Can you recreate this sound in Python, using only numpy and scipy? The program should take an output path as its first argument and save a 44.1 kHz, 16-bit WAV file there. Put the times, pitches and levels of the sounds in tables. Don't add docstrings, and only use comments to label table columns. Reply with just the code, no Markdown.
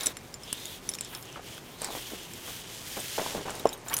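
import sys
import numpy as np
from scipy import signal
from scipy.fft import rfft, irfft
from scipy.io import wavfile
from scipy.ndimage import uniform_filter1d

SR = 44100
rng = np.random.default_rng(int(sys.argv[2]) if len(sys.argv) > 2 else 0)


def put_to_file(sound):
    columns = np.atleast_2d(sound).T
    safe = np.clip(columns, -1, 1)
    whole_steps = np.round(safe * 32767)
    wavfile.write(sys.argv[1], SR, whole_steps.astype(np.int16))


N = 176400
T = np.arange(N) / SR

# (start [s], end [s], hiss [dB], treble [dB], rasp [dB], rasp centre [Hz])
ROPE_SURGES = [(-.05, 0.095, -47.5, -47, -44.5, 3780), (0.213, .35, -67, -63, -63, 3570),
               (0.418, 0.493, -56, -61, -52, 3150), (0.493, .56, -52.5, -58, -41.5, 3280),
               (.56, .65, -48.5, -52.5, -44.5, 3770), (.65, 0.771, -50.5, -51, -44.5, 3500),
               (0.836, 0.96, -54, -57, -54.5, 3360), (1.015, 1.082, -50.5, -73.5, -47, 3500),
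               (1.1, 1.17, -60, -50.5, -48, 3150), (1.166, 1.234, -65, -52.5, -59, 3170),
               (1.247, 1.365, -59, -63, -49, 2960), (1.448, 1.583, -51, -56, -48.5, 3150),
               (1.64, 1.78, -61, -58.5, -52.5, 3060), (1.81, 1.884, -45.5, -55, -44.5, 4600),
               (1.918, 2, -45, -47, -42, 3050), (2.006, 2.152, -47.5, -51, -46, 3180),
               (2.15, 2.274, -51, -55.5, -46, 3030), (2.305, 2.45, -51.5, -53.5, -49.5, 3115),
               (2.451, 2.6, -46, -48.5, -45.5, 3330), (2.605, 2.713, -51, -62, -50, 3130),
               (2.698, 2.864, -47.5, -53.5, -50, 3200), (2.872, 3.132, -43, -47, -45.5, 3320),
               (3.124, 3.297, -41, -47.5, -42, 3330), (3.29, 3.377, -44, -51, -46.5, 3500),
               (3.378, 3.48, -50.5, -60, -48.5, 3160), (3.487, 3.615, -48, -57, -55, 3480),
               (3.65, 3.748, -57.5, -61, -50, 3000), (3.874, 4.05, -56, -48, -55, 3400)]
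# (frequency [Hz], gain [dB])
HISS_EQ = [(600, -22), (1100, -13), (1700, -2.5), (2200, -2), (4200, -2), (6500, -1.5), (9500, -7),
           (12000, -11.5), (16000, -40)]
# (frequency [Hz], gain [dB])
TREBLE_EQ = [(6000, -24), (9000, -4), (11500, -5), (14500, -1), (16000, -11)]
# (time [s], piece, snap gain [dB], snap centre [Hz], ring gain [dB], ring centre [Hz])
METAL_HITS = [(.008, "carabiner", -25.5, 3780, -33, 7200), (.033, "carabiner", -31, 5900, -27.5, 9960),
              (.059, "carabiner", -24, 5900, -18.5, 10030), (0.0624, "carabiner", -22, 8000, -26, 7200),
              (.068, "carabiner", -12.5, 7840, -22, 5920), (0.081, "carabiner", -40, 8600, -35, 3900),
              (.169, "carabiner", -30.5, 1840, -32.5, 7490), (0.341, "carabiner", -30.5, 5130, -35.5, 7300),
              (0.434, "carabiner", -40, 7960, -38.5, 5270), (.528, "device", -17.5, 9250, -30.5, 3050),
              (0.6551, "device", -28, 6800, -40, 10700), (0.8902, "carabiner", -18.5, 5840, -23, 9960),
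              (.915, "carabiner", -47, 9900, -38, 5270), (0.937, "carabiner", -28.5, 5650, -30.5, 3560),
              (.946, "carabiner", -36, 7500, -36.5, 5270), (.951, "carabiner", -28, 6840, -53.5, 5270),
              (0.986, "carabiner", -31, 2340, -32.5, 5530), (1.009, "carabiner", -21, 7750, -36, 7300),
              (1.047, "carabiner", -33, 7500, -39, 5270), (1.1489, "carabiner", -29, 3600, -35.5, 5300),
              (1.226, "carabiner", -37, 7340, -46, 5270), (1.255, "carabiner", -43, 6500, -61, 9960),
              (1.326, "carabiner", -39.5, 6060, -56, 5270), (1.579, "carabiner", -35.5, 3180, -58.5, 3560),
              (1.818, "device", -23.5, 8670, -39, 9300), (1.845, "carabiner", -21, 8000, -36.5, 5270),
              (2.335, "carabiner", -33.5, 7300, -44, 5270), (3.002, "carabiner", -27, 8300, -48, 8150),
              (3.505, "carabiner", -30, 7700, -49, 8150), (3.553, "buckle", -33, 9200, -44, 6570),
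              (3.596, "buckle", -32, 12300, -43.5, 3830), (3.655, "carabiner", -32, 3020, -40.5, 5270),
              (3.671, "carabiner", -33, 5600, -38, 7200), (3.6905, "carabiner", -27, 5300, -36, 7200),
              (3.729, "buckle", -31.5, 3640, -34, 14100), (3.733, "buckle", -34, 8600, -33.5, 6570),
              (3.776, "buckle", -45.5, 11020, -52, 8700), (3.884, "carabiner", -30, 7100, -30.5, 7300),
              (3.898, "carabiner", -32, 3700, -38, 3520), (3.932, "device", -24, 2800, -48, 5000),
              (3.939, "device", -20, 11100, -19, 12340), (3.941, "device", -20.5, 9460, -35, 6040),
              (3.9668, "device", -21, 6800, -22, 10740), (3.980, "device", -27, 7200, -30, 10740),
              (3.987, "device", -22, 9000, -49, 10740)]
GEAR_MODES = {"carabiner": [(2260, -3, .025), (3710, -5, 0.033), (3810, -5.5, .04), (5305, 0, 0.046),
              (5920, 3.5, 0.022), (7200, -0.5, 0.052), (8050, 7, 0.02), (9890, -1, .045),
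              (11200, 2.5, .03)], "buckle": [(3830, 8, 0.032), (6573, -2.5, 0.043), (8680, 0, 0.077),
              (10100, 2, 0.041), (14100, -5, 0.061)], "device": [(2970, 1.5, 0.024), (5060, -15, 0.13),
              (5990, 3.5, 0.041), (9740, 2.5, 0.029), (10700, -4, 0.072), (12330, -1, 0.029),
              (13800, 4, .05)]}
# (frequency [Hz], gain [dB])
SNAP_EQ = [(200, -1), (1000, -6.5), (3000, -0.5), (6000, -0.5), (8500, 1.5), (11000, 0), (16000, -3)]
# (time [s], gain [dB], pitch [Hz])
FOOT_KNOCKS = [(1.359, -31.5, 1320), (1.394, -33, 710), (1.579, -37.5, 1480), (2.134, -29.5, 392),
               (3.18, -20, 830), (3.184, -21.5, 493), (3.196, -25, 755), (3.201, -31, 525),
               (3.215, -24, 560), (3.262, -22, 890), (3.349, -23.5, 490), (3.358, -33, 500),
               (3.386, -32, 614), (3.483, -26.5, 1000), (3.655, -5.5, 608)]
# (frequency / pitch [ratio], gain [dB], t60 [s])
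SOLE_MODES = [(.77, -6, 0.036), (1.75, -12, 0.039)]
# (start [s], length [s], level [dB], centre [Hz])
SCUFF_STROKES = [(0, 0.14, -41.5, 1480), (.06, 0.052, -42.5, 450), (0.861, 0.15, -49, 302),
                 (1.122, 0.072, -43, 1580), (1.359, 0.05, -40.5, 1010), (1.811, 0.15, -40.5, 730),
                 (1.883, 0.09, -43, 756), (1.948, 0.057, -41, 624), (2.117, .05, -41.5, 443),
                 (2.472, 0.043, -40.5, 990), (2.966, 0.05, -35.5, 615), (3.18, 0.061, -30, 660),
                 (3.231, 0.21, -41.5, 694), (3.342, 0.097, -34, 510), (3.452, 0.082, -37, 646),
                 (3.476, 0.051, -34.5, 1060), (3.52, 0.31, -42, 650), (3.662, 0.026, -31.5, 620),
                 (3.699, 0.27, -53.5, 810), (3.861, 0.042, -41.5, 1200), (3.899, 0.18, -40.5, 1230)]
# (frequency / centre [ratio], gain [dB])
SCUFF_EQ = [(.1, -7), (.4, -1.5), (.7, 1), (1.4, -1), (1.9, -9), (3, -11), (12, -35)]
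ZIP_HARMONICS = [7, 5, -5, -28.5]
# (frequency [Hz], gain [dB])
RUSTLE_EQ = [(500, -8), (1100, 6), (2200, 15), (4500, -1), (8000, -31), (11000, -21), (14500, 4),
             (16000, -19)]
# (frequency [Hz], gain [dB])
AIR_EQ = [(12, -39), (20, -7.5), (75, -10.5), (118, -3.5), (191, -8.5), (265, -8.5), (291, -10.5),
          (356, -7.5), (563, -12.5), (1050, -15), (1600, -24.5), (2080, -42), (3520, -120)]
# (frequency [Hz], gain [dB])
AIR_TRIM_EQ = [(15, -20), (35, 0.5), (1100, -0.5), (2000, 4.5), (5000, -16), (16000, -30)]


def rope(rise_s=.07, fall_s=.081, hiss_trim_db=2, treble_trim_db=1, rasp_trim_db=-3):
    start, end, hiss_db, treble_db, rasp_db, rasp_hz = np.transpose(ROPE_SURGES)
    fade_in = np.clip((T - start[:, None]) / rise_s + .5, 0, 1)
    fade_out = np.clip((end[:, None] - T) / fall_s + .5, 0, 1)
    feed = fade_in * fade_out
    feed = feed ** 2 * (3 - 2 * feed)
    hiss_env, treble_env, rasp_env = (np.sqrt(amp(db) ** 2 @ feed)
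                                      for db in (hiss_db, treble_db, rasp_db))
    hiss_env = np.hypot(hiss_env, amp(-58.5))
    slips = [grains(N, per_s=16000, spread_db=1.46) for _ in range(3)]
    flutter_db = .84 * wobble(smooth_samples=500)
    hiss = amp(hiss_trim_db) * hiss_env * colour(slips[0], HISS_EQ)
    treble = amp(treble_trim_db) * treble_env * colour(slips[1], TREBLE_EQ)
    sweep_hz = np.interp(T, (start + end) / 2, rasp_hz)
    rasp = amp(rasp_trim_db) * rasp_env * unit(resonate(slips[2], sweep_hz, width_hz=1000))
    return amp(flutter_db) * (hiss + treble + rasp)


def clink(piece, snap_db, snap_hz, ring_db, ring_hz, attack_s=.0009, snap_s=.0011, tail_s=.0056):
    t = T[:SR // 6]
    f = np.fft.rfftfreq(len(t), 1 / SR)
    boost_db = 17.5 / (1 + ((f - snap_hz) / 420) ** 2)
    cutoff_hz = 1.84 * max(snap_hz, 6500)
    spectrum = amp(read(SNAP_EQ, f) + boost_db) / np.hypot(1, (f / cutoff_hz) ** 4)
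    chatter = unit(irfft(spectrum * np.exp(2j * np.pi * rng.random(len(f))), len(t)))
    attack = np.minimum(t / attack_s, 1)
    contact = attack * (np.exp(-(t / snap_s) ** 2 / 2) + amp(-13.5) * np.exp(-t / tail_s))
    snap = unit(chatter * contact) * np.sqrt(np.mean(contact ** 2))
    ring = 0
    for hz, db, t60 in GEAR_MODES[piece]:
        emphasis = .23 + np.exp(-((hz - ring_hz) / 290) ** 2)
        detuned_hz = hz * (1 + .0064 * rng.standard_normal())
        ring += emphasis * amp(db - 60 * t / t60) * np.sin(2 * np.pi * (detuned_hz * t + rng.random()))
    return amp(snap_db) * snap + amp(ring_db) * attack * ring


def knock(db, hz, attack_s=.00068):
    t = T[:SR // 12]
    u = t / attack_s
    pop = (u / 2) ** 2 * np.exp(2 - u) * np.sin(2 * np.pi * hz * t)
    sole = sum(amp(mode_db - 60 * t / t60) * np.sin(2 * np.pi * hz * ratio * t)
               for ratio, mode_db, t60 in SOLE_MODES)
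    return amp(db) * (pop + (1 - np.exp(-u)) ** 2 * sole)


def scuff(length, db, hz):
    t = T[:SR // 4]
    stroke = np.interp(t / length, [0, .067, 1], [0, 1, 0]) ** .65
    grit = grains(len(t), per_s=4500, spread_db=3.5)
    return amp(db) * stroke * colour(grit, SCUFF_EQ, hz)


def sling(length_s=.05, from_hz=720, to_hz=1464, jitter=.088):
    progress = np.arange(0, length_s, 1 / SR) / length_s
    waver = 1 + jitter * wobble(smooth_samples=60)[:len(progress)]
    cycles = np.cumsum(from_hz * (to_hz / from_hz) ** progress * waver) / SR
    buzz = sum(amp(db) * np.sin(2 * np.pi * k * cycles) for k, db in enumerate(ZIP_HARMONICS, 1))
    return amp(-36) * np.sin(np.pi * progress) ** .9 * unit(buzz)


def wall(x, echo_s=.0046, predelay_s=.009, t60=.12):
    t = T[:SR // 4]
    taps = rng.standard_normal(len(t)) * (rng.random(len(t)) < 3000 / SR)
    taps *= (t > predelay_s) * amp(-60 * t / t60)
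    echo = np.interp(T - echo_s, T, x, left=0)
    tail = signal.fftconvolve(x, taps / np.linalg.norm(taps))[:N]
    return amp(-25.5) * echo + amp(-30) * tail


def rustle():
    return amp(-58.5) * colour(grains(N, per_s=5000, spread_db=2.5), RUSTLE_EQ)


def air():
    bed = colour(rng.standard_normal(N), AIR_EQ)
    return amp(-49) * colour(bed, AIR_TRIM_EQ)


def grains(n, per_s, spread_db):
    slips = rng.standard_normal(n) * (rng.random(n) < per_s / SR)
    return slips * amp(spread_db * np.minimum(rng.exponential(1, n), 4))


def wobble(smooth_samples):
    return unit(uniform_filter1d(rng.standard_normal(N), size=smooth_samples))


def resonate(x, hz, width_hz):
    carrier = np.exp(2j * np.pi * np.cumsum(hz) / SR)
    r = np.exp(-np.pi * width_hz / SR)
    return 2 * (carrier * signal.lfilter([(1 - r) ** 2], [1, -2 * r, r * r], x / carrier)).real


def colour(x, eq, scale_hz=1):
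    f = np.fft.rfftfreq(len(x), 1 / SR)
    return unit(irfft(rfft(x) * amp(read(eq, f / scale_hz)), len(x)))


def read(eq, hz):
    f, db = np.transpose(eq)
    return np.interp(np.log(hz + 1e-6), np.log(f), db)


def amp(db):
    return 10 ** (np.asarray(db) / 20)


def unit(x):
    return x / np.sqrt(np.mean(x ** 2) + 1e-20)


def add(mix, start_s, sound):
    part = mix[max(round(start_s * SR), 0):][:len(sound)]
    part += sound[:len(part)]


def scene():
    continuous = rope() + rustle() + air()
    hits = np.zeros(N)
    for source, cues in ((clink, METAL_HITS), (knock, FOOT_KNOCKS), (scuff, SCUFF_STROKES)):
        for start_s, *settings in cues:
            add(hits, start_s, source(*settings))
    add(hits, start_s=3.903, sound=sling())
    return (continuous + hits + wall(hits))[None]


def record(dry):
    lowpass = signal.firwin(255, 16250, window=("kaiser", 8), fs=SR)
    return signal.oaconvolve(dry, lowpass[None], "same")


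dry = scene()
out = record(dry)
put_to_file(out)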